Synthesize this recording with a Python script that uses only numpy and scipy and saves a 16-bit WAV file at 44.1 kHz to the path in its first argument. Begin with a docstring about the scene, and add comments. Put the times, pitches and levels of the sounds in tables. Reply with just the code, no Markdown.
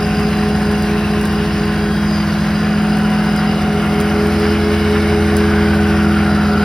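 """A ride-on mower turns on a leafy lawn. It starts with its tail angled to the listener: one governed
engine chugs and drives blades and collector blower by belts, air roars through deck and chute, metal
rings thinly and twigs tick. Near 3 s it is side-on and the hopper shades the exhaust. From 4 s the
blades' octave swells and beats against the blower; the sharpest twig strikes at 5.4 s, and the chute's
howl rises in level as the nose comes round to face the listener."""
import sys
import numpy as np
from scipy import signal
from scipy.fft import rfft, irfft, next_fast_len
from scipy.io import wavfile
from scipy.ndimage import uniform_filter1d, map_coordinates

SR = 44100
rng = np.random.default_rng(int(sys.argv[2]) if len(sys.argv) > 2 else 0)


def to_wav(s):
    """Save 16-bit WAV."""
    ch = np.atleast_2d(s).T  # columns
    pcm = np.round(np.clip(ch, -1, 1) * 32767)  # PCM
    wavfile.write(sys.argv[1], SR, pcm.astype(np.int16))


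N = 292824


def amp(db):
    """Decibels to gain."""
    return 10 ** (np.asarray(db) / 20)


def unit(x):
    """Scale to rms 1."""
    return x / np.sqrt(np.mean(x ** 2) + 1e-20)


def along(points, hz):
    """Read (f/Hz, value) points on a log frequency axis."""
    f, v = np.transpose(points)
    return np.interp(np.log(hz + 1), np.log(f + 1), v)


def colour(points):
    """An EQ curve: gain against frequency from (f/Hz, level/dB) points."""
    return lambda hz: amp(along(points, hz))


def curves(rows):
    """Automation lanes: one value per sample for each column after the time."""
    times, *columns = np.transpose(rows)
    return [np.interp(np.arange(N) / SR, times, column) for column in columns]


def wobble(rate):
    """A smooth random curve, rate knots a second."""
    knots = rng.standard_normal(int(N * rate / SR) + 4)
    coarse = np.arange(0, N + 32, 32)
    smooth = map_coordinates(knots, [coarse * rate / SR], mode="mirror")
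    return np.interp(np.arange(N), coarse, smooth)


def filtered(x, response):
    """Pass x through a complex frequency response."""
    size = next_fast_len(N + SR // 4)
    return irfft(rfft(x, size) * response(np.fft.rfftfreq(size, 1 / SR)), size)[..., :N]


def tone(turns, db, flutter):
    """One partial following a count of cycles, its strength and phase shaken by turbulence."""
    angle = 2 * np.pi * turns + flutter * wobble(25)
    return np.sqrt(2) * amp(db) * (1 + flutter * wobble(25)) * np.sin(angle)


def overtones(turns, table, fade_db, flutter):
    """Weak partials that fade in and out as their paths to the listener shift."""
    return sum(tone(k * turns + rng.random(), db - 8 + fade_db * wobble(1.48), flutter)
               for k, db in table)


def throb(turns, depth):
    """A swell of loudness once per turn."""
    return unit(np.exp(depth * np.cos(2 * np.pi * (turns + rng.random()))))


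# Stereo image of the turbulence, wider in the treble: f/Hz, left-right likeness/0-1
LIKENESS = [(60, .98), (150, .997), (280, .9995), (450, .99), (1300, .988), (1900, .996), (2500, .88),
            (3400, .82), (5000, .85), (10000, .86), (15000, .8)]
def rush(gain, patchy_db):
    """Stereo turbulence of rms 1, with drifting patches in its spectrum."""
    spectra = signal.stft(rng.standard_normal((2, N)), nperseg=1024)[2]
    patches = uniform_filter1d(rng.standard_normal(spectra.shape[1:]), size=5, axis=0)
    patches = uniform_filter1d(patches, size=30, axis=1)
    pair = signal.istft(spectra * amp(patchy_db * unit(patches)), nperseg=1024)[1][:, :N]
    width = lambda hz: np.arccos(np.clip(along(LIKENESS, hz), -1, 1)) / 2
    mid, side = filtered(pair, lambda hz: gain(hz) * np.array([np.cos(width(hz)), np.sin(width(hz))]))
    return unit(np.array([mid + side, mid - side]))


def resonance(hz, db, width_hz, side_db):
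    """Turbulence ringing in a resonance whose pitch may drift; side_db sets its stereo width."""
    skirt = lambda f: 1 / (1 + (2 * f / width_hz) ** 2)
    real, imag = filtered(rng.standard_normal((2, 2, N)), skirt)
    angle = 2 * np.pi * np.cumsum(hz * np.ones(N)) / SR
    mid, side = real * np.cos(angle) + imag * np.sin(angle)
    return amp(db) * unit(mid + amp(side_db) * side * np.array([[1], [-1]]))


def buzz(turns, gain, size=2048, count=8):
    """A rough pattern that repeats every turn and keeps morphing: a comb of wavering partials."""
    patterns = signal.resample(rng.standard_normal((count, size // 16)), size, axis=1)
    place = ((turns + .012 * wobble(14)) % 1 * size).astype(int) % size
    blend = np.array([wobble(7) for _ in patterns])
    blend = blend / np.linalg.norm(blend, axis=0)  # equal-power morph
    return unit(filtered(np.sum(blend * patterns[:, place], axis=0), gain))


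# The mower's turn: t/s, heading/deg (0 = tail to the listener, 180 = nose)
HEADING = [(0, 56.4), (2.75, 98.3), (6.64, 183.2)]
def beam(rear_db, front_db, share, null_deg, spacing_deg):
    """Level in dB over the turn of a sound leaving by two paths; share is the second path's gain."""
    heading, = curves(HEADING)
    turned = (heading - heading[0]) / (heading[-1] - heading[0])
    second_path = share * np.exp(2j * np.pi * (heading - null_deg) / spacing_deg)
    return rear_db + turned * (front_db - rear_db) + 20 * np.log10(np.abs(1 - second_path))


def facing(outlet_deg=93, spread_deg=7):
    """How openly the exhaust outlet faces the listener, 0-1."""
    return 1 / (1 + np.exp((outlet_deg - curves(HEADING)[0]) / spread_deg))


# Exhaust note: shaft order, rear level/dB, front level/dB, side-on cut/dB
EXHAUST_NOTE = [(1, -28, -30.5, 1.5), (1.5, -29, -35.5, 0), (2, -47, -39, 0), (2.5, -27.5, -28.5, 3.5),
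                (3, -28.3, -33, 7), (4, -40, -39.5, 3), (4.5, -43, -43, 0)]
# Low puff of gas from the muffler: f/Hz, relative level/dB
CHUG_EQ = [(44, -18), (52, -3), (100, 0), (145, 0), (220, -14), (400, -40)]
# Whine of valve gear and cooling fan: shaft order, relative level/dB
WHINE_PARTIALS = [(11, -44), (20, -43), (27, -46)]
# Midrange clatter of the valve train: f/Hz, relative level/dB
CLATTER_EQ = [(500, -9.5), (800, -11), (1600, 4), (2200, -1.5), (2800, -4), (3500, -29.5)]
def engine(shaft, side_on_deg=106, spread_deg=15):
    """A four-stroke twin fires unevenly, giving half orders and a chug; the hopper shades it side-on."""
    exposed = facing()
    shade = np.exp(-((curves(HEADING)[0] - side_on_deg) / spread_deg) ** 2)
    exhaust = sum(tone(k * shaft + rng.random(), rear + exposed * (front - rear) - shade * cut, .05)
                  for k, rear, front, cut in EXHAUST_NOTE)
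    chug = amp(-33.7) * throb(shaft / 2, depth=.3) * rush(colour(CHUG_EQ), patchy_db=1)
    whine = amp(3 * exposed) * overtones(shaft, WHINE_PARTIALS, fade_db=2, flutter=.3)
    valve_buzz = buzz(shaft, colour(CLATTER_EQ))
    valve_noise = throb(shaft, depth=.4) * rush(colour(CLATTER_EQ), patchy_db=1)
    return exhaust + chug + whine + amp(-35.5) * unit(valve_buzz + valve_noise)


# Fader ride on the blades' fundamental: t/s, relative level/dB
HUM_RIDE = [(0.08, -19.5), (0.3, -18), (1.34, -18.5), (1.47, -21.5), (2.07, -17), (2.26, -19.5),
            (3.0, -15.5), (3.65, -18.5), (5.08, -18.5), (5.8, -15.5), (6.56, -16)]
# Their octave, swelling as the deck comes round: t/s, relative level/dB
OCTAVE_RIDE = [(0, -26), (1.9, -27.5), (2.3, -54), (2.65, -32), (3.45, -35), (4.15, -22), (5.4, -21),
               (6.3, -30.5), (6.6, -27.5)]
# Faint edge on the hum: harmonic, relative level/dB
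BLADE_PARTIALS = [(3, -43), (5, -46)]
def blades(passes):
    """The blade tips hum as they pass the deck wall."""
    hum = tone(passes, curves(HUM_RIDE)[0], flutter=.04)
    octave = tone(2 * passes, curves(OCTAVE_RIDE)[0], flutter=.04)
    return amp(.66) * (hum + octave) + overtones(passes, BLADE_PARTIALS, fade_db=3, flutter=.16)


# Body of the drone, one beam a harmonic:
# harmonic, rear level/dB, front level/dB, second path share/0-1, null/deg, null spacing/deg
DRONE_BEAMS = [(1, -36.5, -19, 0.5, 107, 80.4), (2, -23, -28.5, 0.5, 71, 74),
               (3, -35.5, -33.5, 0.47, 84, 82), (5, -40, -31.5, .95, 99.7, 74.6),
               (7, -42, -35, 0.24, 171, 91)]
# Fader rides on the fourth and ninth harmonics: t/s, level/dB
FOURTH_RIDE = [(0, -32), (1.9, -28.5), (2.6, -32), (3.5, -32), (4.5, -24), (5.0, -24.3), (5.4, -23),
               (6.05, -22.7), (6.4, -26), (6.6, -36)]
NINTH_RIDE = [(.45, -30.5), (1.9, -40.5), (2.2, -58), (2.85, -32), (3.4, -29.5), (4.15, -32), (4.65, -43),
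              (5.7, -35), (6.6, -30.5)]
# Faint top of the drone: harmonic, relative level/dB
BLOWER_PARTIALS = [(6, -39), (8, -45), (10, -49), (18, -41)]
def blower(impeller):
    """The collector's impeller drones; its fifth harmonic beats against the blades' octave."""
    drone = sum(tone(k * impeller, beam(*shape), flutter=.035 * np.sqrt(k)) for k, *shape in DRONE_BEAMS)
    fourth = tone(4 * impeller, curves(FOURTH_RIDE)[0], flutter=.07)
    ninth = tone(9 * impeller, curves(NINTH_RIDE)[0], flutter=.15)
    return drone + fourth + ninth + overtones(impeller, BLOWER_PARTIALS, fade_db=-2, flutter=.27)


# Low-mid roar of the deck: f/Hz, relative level/dB
DECK_EQ = [(100, -30), (160, -5), (210, -1), (390, -1), (500, -6), (750, -1.5), (950, -9.5), (1400, -15),
           (3000, -58)]
def deck_roar():
    """Air churns under the cutting deck."""
    db = beam(rear_db=-28.5, front_db=-25, share=.08, null_deg=89, spacing_deg=72)
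    return amp(db) * rush(colour(DECK_EQ), patchy_db=.7)


# Bright rush of the chute: f/Hz, relative level/dB
CHUTE_EQ = [(400, -52), (800, -7), (1050, 0), (1250, 0), (1700, 0), (2000, -4.5), (2400, -5), (3000, -6.5),
            (3500, -16), (6000, -52)]
# The chute's howl and the blower housing's resonance, shifting with the turn: t/s, f/Hz, level/dB
CHUTE_HOWL = [(2.1, 1480, -36.5), (2.9, 1433, -32.5), (4.1, 1412, -32.5), (4.9, 1460, -34.5),
              (5.65, 1521, -28), (6.1, 1414, -28.5), (6.6, 1370, -25.5)]
HOUSING_RING = [(0, 1873, -46), (1.75, 1854, -39), (3.3, 2088, -42.5), (5.05, 2192, -33.5),
                (5.7, 2022, -39), (6.6, 2087, -46)]
def chute_air(impeller):
    """Air chopped by the impeller rushes up the chute and blows chute, housing and hollow hopper."""
    chop = throb(impeller, depth=.063) * throb(impeller / 2, depth=.087)
    wakes = amp(-4) * buzz(impeller, colour(CHUTE_EQ))  # the vanes' wakes come round every turn
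    flow_db = beam(rear_db=-29.5, front_db=-26.5, share=.07, null_deg=96, spacing_deg=96)
    flow = amp(flow_db + 1.24 * wobble(30)) * unit(rush(colour(CHUTE_EQ), patchy_db=1) + wakes)
    howl = resonance(*curves(CHUTE_HOWL), width_hz=165, side_db=-46)
    housing = resonance(*curves(HOUSING_RING), width_hz=230, side_db=-36)
    hopper_db = beam(rear_db=-42, front_db=-39, share=.2, null_deg=93.5, spacing_deg=59)
    hopper = resonance(hz=753.3, db=hopper_db, width_hz=115, side_db=-13)
    return chop * (flow + howl + housing + hopper)


# Raspy band that shifts as the machine turns: t/s, f/Hz, level/dB
RASP_BAND = [(0, 2760, -37), (.27, 2696, -35.5), (.55, 2785, -41), (1.07, 2680, -36), (1.47, 2860, -38),
             (1.7, 2764, -38), (1.85, 2810, -44), (3.5, 2860, -36), (4.2, 2920, -43), (4.8, 2910, -33.5),
             (5.4, 2917, -46.5), (6.1, 2780, -39), (6.6, 2770, -48)]
def rasp():
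    """A band of noise rattles with a fast, uneven tremolo."""
    rattle = unit(amp(1.5 * wobble(14) + 2 * wobble(110)))
    return rattle * resonance(*curves(RASP_BAND), width_hz=300, side_db=-5)


# Sizzle of the leaves: f/Hz, relative level/dB
LEAF_EQ = [(1500, -41), (3200, -0.5), (4000, 4), (4500, 1), (5400, 2), (7000, -13), (9500, -6),
           (13000, -10.5), (15900, -25)]
def leaf_hiss(shaft):
    """Leaves hiss in the airstream, pulsing lightly with the engine."""
    db = beam(rear_db=-37.5, front_db=-35.5, share=.1, null_deg=109, spacing_deg=71)
    return amp(db + .85 * wobble(45)) * throb(shaft, depth=.074) * rush(colour(LEAF_EQ), patchy_db=2)


# Thin metal ring wandering between close pitches: t/s, f/Hz, rub strength/dB
METAL_RUB = [(.2, 4890, 3.3), (.4, 4880, .5), (.66, 4820, 1), (1.0, 4830, -4), (1.55, 4910, .5),
             (1.66, 4825, 1.5), (2.03, 4900, 0), (2.15, 4895, 8), (2.22, 4816, 3.5), (2.34, 4794, 2),
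             (2.5, 4875, .5), (3.5, 4920, .5), (3.78, 4850, -3.5), (4.45, 4915, 2.3), (4.9, 4950, -1),
             (6.15, 4880, -1), (6.55, 4885, 1.5)]
def gearbox(turns, rest_db=-40, wander_hz=26):
    """The deck drive hums and rubs metal into a ring once a turn; hard rubs make the low mode squeal."""
    hz, rub_db = curves(METAL_RUB)
    db = rest_db + rub_db
    squeal_cycles = np.cumsum(hz + wander_hz * wobble(22)) / SR
    squeal = tone(squeal_cycles, db - 6 + .4 * rub_db, flutter=.5)
    low = resonance(hz, db - 2, width_hz=200, side_db=-11)
    middle = resonance(5115, -50 - 6 * facing(), width_hz=90, side_db=-3)
    high = resonance(6550, db - 13, width_hz=300, side_db=-6)
    ring = throb(turns, depth=.28) * (squeal + low + middle + high)
    return ring + tone(turns, db=-49, flutter=.3)


def swell(middle_s, length_s):
    """A smooth rise from 0 to 1 and back."""
    offset = np.clip((np.arange(N) / SR - middle_s) / length_s, -.5, .5)
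    return np.cos(np.pi * offset) ** 2


# Tonal accents: part, harmonic, middle t/s, length/s, peak level/dB
FLARING_PARTIALS = [("blades", 5, 1.1, 5.0, -38.5), ("engine", 54, 1.92, .8, -43),
                    ("engine", 27, 2.0, 1.4, -38.5), ("blower", 18, 3.0, 1.1, -37.5),
                    ("blower", 12, 3.2, 1.1, -39), ("blower", 18, 5.7, 1.0, -35.5),
                    ("engine", 27, 6.15, .7, -39), ("blower", 18, 6.62, .5, -32)]
def flares(**turns):
    """Single partials of the rotating parts stand out as grille, chute and deck swing past."""
    return sum(swell(middle_s, length_s) * tone(k * turns[part] + rng.random(), db, flutter=.25)
               for part, k, middle_s, length_s, db in FLARING_PARTIALS)


# Twigs and grit hitting the deck: t/s, relative level/dB, knock under the click/0-1
TWIG_HITS = [(0.198, -29, .5), (0.714, -29, 0), (0.823, -24, .2), (1.212, -25, 0), (1.254, -23, .1),
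             (2.971, -32, 0.4), (3.361, -30, 0.42), (3.62, -29, 0), (3.82, -33, 0.1), (4.003, -26.5, 0.95),
             (4.011, -27, .1), (4.269, -28, .5), (4.399, -29, 0.62), (5.368, -18, .6)]
# The crisp click and the duller knock under it: f/Hz, relative level/dB
CLICK_EQ = [(3000, -18), (6000, -2), (8500, 0), (11500, -1), (15900, -9)]
KNOCK_EQ = [(2500, -9), (4000, 0), (6500, -1), (10000, -11)]
def debris(stem_count=70):
    """Twigs click against the deck, the heavier ones with a knock; leaf stems crackle among them."""
    t = np.arange(SR // 25) / SR
    crack = amp(-60 * t / .0055) + .24 * amp(-60 * t / .092)  # snap plus a short tail
    stems = [(when * N / SR, -42 + 8 * force, 0) for when, force in rng.random((stem_count, 2))]
    envelopes = np.zeros((2, N + SR))
    for start_s, db, knock_share in list(TWIG_HITS) + stems:
        start = int(start_s * SR)
        envelopes[:, start:start + len(t)] += amp(db) * np.outer([1, knock_share], crack)
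    click, knock = envelopes[:, :N]
    return click * rush(colour(CLICK_EQ), patchy_db=1) + knock * rush(colour(KNOCK_EQ), patchy_db=-9.5)


# Engine shaft speed, sagging and recovering under the governor: t/s, f/Hz
SHAFT_SPEED = [(0, 60.45), (.45, 60.6), (.75, 60.35), (1.05, 60.55), (2.35, 60.27), (3.05, 60.8),
               (3.85, 60.25), (4.5, 60.9), (4.85, 61.03), (5.4, 60.65), (6.45, 60.1)]
def scene():
    """The mix: every rotating part is locked to the engine shaft by its drive ratio."""
    shaft = np.cumsum(curves(SHAFT_SPEED)[0]) / SR  # turns so far
    passes, impeller, gears = 3.449 * shaft, 1.3655 * shaft, .82 * shaft
    machine = engine(shaft) + blades(passes) + blower(impeller)
    air = deck_roar() + chute_air(impeller) + rasp() + leaf_hiss(shaft)
    accents = gearbox(gears) + flares(engine=shaft, blades=passes, blower=impeller) + debris()
    return machine + air + accents


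# Left microphone port over the right: f/Hz, level/dB
LEFT_BALANCE = [(380, 0), (560, -.4), (750, 2), (950, .6), (1150, .8), (1450, -.3), (2100, 0), (2370, -2),
                (2900, 0), (3250, 3), (3600, -.3), (5200, 0)]
# Phase by which the left port leads: f/Hz, phase/rad
LEFT_LEAD = [(330, 0), (420, .04), (750, .1), (2250, 0), (2420, .9), (3150, .9), (3450, .1), (4350, .45),
             (5250, .2), (5650, .75), (6900, 2.9), (9700, 6), (11000, 6.4), (15600, 12.2)]
def record(dry, top_hz=15900):
    """Two microphone ports differ a little in level and, in the treble, in phase; the top is cut off."""
    halves = np.array([[.5], [-.5]])
    balance = lambda hz: amp(halves * along(LEFT_BALANCE, hz))
    phase = lambda hz: np.exp(1j * halves * along(LEFT_LEAD, hz))
    return filtered(dry, lambda hz: balance(hz) * phase(hz) * (hz < top_hz))


dry = scene()
out = record(dry)
to_wav(out)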